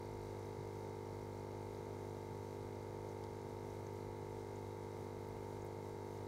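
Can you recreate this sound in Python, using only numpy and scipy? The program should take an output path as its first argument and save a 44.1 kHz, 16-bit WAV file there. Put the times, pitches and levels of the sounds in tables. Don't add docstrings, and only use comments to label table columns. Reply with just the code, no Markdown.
import sys
import numpy as np
from scipy.fft import rfft, irfft, next_fast_len
from scipy.io import wavfile
from scipy.ndimage import map_coordinates

SR = 44100
rng = np.random.default_rng(int(sys.argv[2]) if len(sys.argv) > 2 else 0)


def digitize_waveform(pressure):
    field = np.atleast_2d(pressure).T
    bounded = np.clip(field, -1, 1)
    quanta = np.round(bounded * 32767).astype(np.int16)
    wavfile.write(sys.argv[1], SR, quanta)


N = 276546
TIME = np.arange(N) / SR
MAINS_HZ = 50.013


# multiple of the rotor speed, level/dB added to base_db
STRONG_TONES = [(1, -17), (2, 0.5), (3, -7), (4, -12), (5, -6), (6, -24), (7, -2.5), (8, -2), (9, -1.5),
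                (10, -6.5), (11, -16.5), (12, -21.5), (13, -18), (14, -19), (15, -14.5), (16, -20),
                (17, -10.5), (18, -8), (19, -9.5)]
# f/Hz, level/dB
WEAK_TONES = [(1000, -87), (1120, -78), (1300, -80.5), (1550, -87), (1600, -82), (1650, -85), (1860, -94.5),
              (2000, -84), (2100, -80), (2150, -76.5), (2225, -97), (2350, -85.5)]
# f/Hz, scatter/cycles
KNOCK_BLUR = [(340, .04), (550, .04), (650, .25), (1750, .2), (1950, .05)]

def hum(base_db=-54, even_db=3, uneven_db=1.0, waver_db=0.53, panel_low_hz=725, panel_high_hz=1025):
    multiple = np.arange(1, 48)
    hz = multiple * MAINS_HZ
    level_db = along(WEAK_TONES, hz) + uneven_db * rng.standard_normal(len(hz))
    level_db += even_db * (-1) ** multiple
    level_db[:len(STRONG_TONES)] = base_db + np.transpose(STRONG_TONES)[1]
    knock_turn, panel_turn = .505, .1375
    knock_lag = multiple * knock_turn + along(KNOCK_BLUR, hz) * rng.standard_normal(len(hz))
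    from_middle = (hz - (panel_low_hz + panel_high_hz) / 2) / MAINS_HZ
    panel_lag = multiple * panel_turn + .11 * from_middle ** 2
    lag = np.where((hz > panel_low_hz) & (hz < panel_high_hz), panel_lag, knock_lag)
    lag += np.where(multiple == 2, -.28, .09 * (hz < 325))
    return -sum(amp(db + waver_db * wobble(5)) * tone(f, cycles)
                for f, db, cycles in zip(hz, level_db, lag))


# f/Hz (rounded below to a rotor multiple), level/dB
WHINE_TONES = [(3752, -92.5), (3849, -88.5), (3903, -90), (4404, -88.5), (4452, -91), (4500, -87.5),
               (4549, -91.5), (4802, -87), (5249, -89.5)]
# t/s, level/dB
WHINE_BOOST = [(0.0, 3.5), (1.2, 0), (3.5, 0), (5.2, -0.5), (6.27, .5)]

def whine(waver_db=0.5, at_turn=.45):
    boost_db = np.interp(TIME, *np.transpose(WHINE_BOOST))
    sound = np.zeros(N)
    for hz, db in WHINE_TONES:
        multiple = round(hz / MAINS_HZ)
        gain = amp(db + boost_db + waver_db * wobble(3.6))
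        sound += gain * tone(multiple * MAINS_HZ, multiple * at_turn)
    return sound


# moment/turns, length/turns, f/Hz, width/Hz, level/dB
SHAFT_CONTACTS = [(0.46, 0.089, 414, 144, -72), (0.21, 0.3, 900, 100, -74), (0.33, 0.16, 2100, 380, -81),
                  (0.42, 0.014, 4750, 1900, -89), (0.461, 0.046, 3900, 680, -86),
                  (0.78, 0.063, 5700, 7100, -83.5), (0.95, 0.0097, 5760, 990, -85.5),
                  (0.8, 0.035, 9400, 17000, -89)]
# t/s, level/dB
TICK_BOOST = [(0.0, 3.5), (6.27, 0)]

def chatter(uneven_db=2.5, ticks_above_hz=3000):
    boost_db = np.interp(TIME, *np.transpose(TICK_BOOST))
    sound = np.zeros(N)
    for moment, length, hz, width_hz, db in SHAFT_CONTACTS:
        onset = moment - MAINS_HZ * 2 / (np.pi * width_hz)
        turns_away = (TIME * MAINS_HZ - onset + .5) % 1 - .5
        force = np.exp(-(turns_away / length) ** 2 / 2) * amp(uneven_db * wobble(35))
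        rub = resonance(force * rng.standard_normal(N), hz, width_hz)
        sound += amp(db + boost_db * (hz > ticks_above_hz)) * unit(rub)
    return sound


# f/Hz, level/dB
BUZZ_TONES = [(2400, -95.5), (2900, -99), (3900, -94.5), (4500, -99), (5500, -98.5), (7000, -100),
              (9000, -105)]

def buzz(low_hz=2375, high_hz=9000, uneven_db=3.5, drift_radians=0.62):
    size = 2048
    hz = np.arange(size // 2 + 1) * MAINS_HZ
    gains = amp(along(BUZZ_TONES, hz) + uneven_db * rng.standard_normal(len(hz)))
    gains *= (hz > low_hz) & (hz < high_hz)
    phases = np.exp(2j * np.pi * rng.random((2, len(hz))))
    shapes = irfft(gains * phases) * size / np.sqrt(2)
    rasp_a, rasp_b = [np.interp(TIME * MAINS_HZ % 1, np.arange(size) / size, shape) for shape in shapes]
    blend = drift_radians * wobble(2.02)
    return rasp_a * np.cos(blend) + rasp_b * np.sin(blend)


# f/Hz, level/dB per Hz
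WATER_FLOW = [(20, -103), (45, -84), (70, -84.5), (130, -80.5), (200, -90), (330, -89.5), (450, -89),
              (700, -92), (900, -90.5), (1100, -97), (1600, -102), (2300, -106), (3200, -125)]
# f/Hz, level/dB per Hz
WATER_HISS = [(1500, -125), (2700, -110.6), (4200, -109.3), (4900, -111.1), (6300, -108.6), (7700, -112.7),
              (8800, -112.1), (10400, -115.8), (11300, -115.4), (13000, -116.0), (15300, -120.2)]
# f/Hz, width/Hz, level/dB
DRONE_AND_TANK = [(47, 5.8, -71.5), (79.6, 4, -73.5), (240, 57, -71), (395, 45, -68.5), (530.3, 27, -69.5),
                  (608.7, 29, -70), (650, 33, -72), (733, 72, -75)]

def water_and_drone(gain_db=-1, swirl_db=0.47, stir_db=1.5, flicker_db=0.9):
    bands = sum(amp(db + stir_db * wobble(6.6)) * unit(resonance(rng.standard_normal(N), hz, width_hz))
                for hz, width_hz, db in DRONE_AND_TANK)
    murmur = (noise(WATER_FLOW) + bands) * amp(gain_db + swirl_db * wobble(11))
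    hiss = noise(WATER_HISS) * amp(gain_db + flicker_db * wobble(14))
    return murmur + hiss


# t/s, peak level/dB before clear_db is added, f/Hz
BUBBLE_PINGS = [(2.1824, -63, 6420), (3.0899, -58, 6300), (3.7015, -56, 6350), (3.8671, -53.5, 6260),
                (4.558, -56, 6860), (5.6196, -55, 6340)]

def bubbles(clear_db=-2, width_hz=830, ring_s=0.023, faint_per_s=4, faint_db=-71, faint_hz=6400):
    draws = rng.random((round(faint_per_s * N / SR), 2))
    faint = [(when * TIME[-1], faint_db, faint_hz * 2 ** ((pitch - .5) / 2)) for when, pitch in draws]
    return amp(clear_db) * bursts(BUBBLE_PINGS, width_hz, ring_s) + bursts(faint, width_hz, ring_s)


# t/s, peak level/dB, f/Hz
WATER_TICKS = [(3.2382, -51, 4400), (3.416, -58, 5200), (3.9376, -62, 14000), (5.2865, -62, 12500),
               (5.6487, -55, 13500), (5.663, -55, 8060)]

def ticks():
    return bursts(WATER_TICKS, width_hz=3800, ring_s=.02)


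# t/s, peak level/dB, f/Hz, ring time/s
LOW_BUMPS = [(.06, -54, 46, .8), (.583, -45, 138, .07), (2.312, -52, 135, .06), (3.629, -54, 135, .06)]

def bumps(rise_share=.2):
    sound, t = np.zeros(N + SR), np.arange(SR) / SR
    for start, db, hz, ring_s in LOW_BUMPS:
        swell = 1 - np.exp(-t / (rise_share * ring_s))
        ring = np.sin(2 * np.pi * hz * t) * swell * np.exp(-np.log(1000) * t / ring_s)
        sound[round(start * SR):][:len(t)] += amp(db) * ring / np.abs(ring).max()
    return sound[:N]


def bursts(events, width_hz, ring_s):
    sound, t = np.zeros(N + SR), np.arange(SR // 10) / SR
    for start, db, hz in events:
        puff = rng.standard_normal(len(t)) * np.exp(-np.log(1000) * t / ring_s)
        ring = resonance(puff, hz, width_hz)
        sound[round(start * SR):][:len(t)] += amp(db) * ring / np.abs(ring).max()
    return sound[:N]


def amp(db):
    return 10 ** (np.asarray(db) / 20)


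def unit(x):
    return x / np.sqrt(np.mean(x ** 2) + 1e-20)


def along(points, hz):
    f, values = np.transpose(points)
    return np.interp(np.log(hz + 1), np.log(f + 1), values)


def wobble(per_s):
    points = rng.standard_normal(int(N * per_s / SR) + 4)
    coarse = TIME[::64]
    return np.interp(TIME, coarse, map_coordinates(points, [coarse * per_s]))


def tone(hz, lag):
    return np.sqrt(2) * np.cos(2 * np.pi * (hz * TIME - lag))


def filtered(x, response):
    size = next_fast_len(len(x) + SR // 4)
    return irfft(rfft(x, size) * response(np.fft.rfftfreq(size, 1 / SR)), size)[:len(x)]


def resonance(x, hz, width_hz):
    return filtered(x, lambda f: (1j * f * width_hz / (hz * hz - f * f + 1j * f * width_hz)) ** 2)


def noise(spectrum):
    return filtered(rng.standard_normal(N), lambda hz: amp(along(spectrum, hz)) * np.sqrt(SR / 2))


def scene():
    pump = hum() + whine() + chatter() + buzz()
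    return (pump + water_and_drone() + bubbles() + ticks() + bumps())[None]


def record(dry):
    return np.array([filtered(channel, lambda hz: hz < 15740) for channel in dry])


dry = scene()
out = record(dry)
digitize_waveform(out)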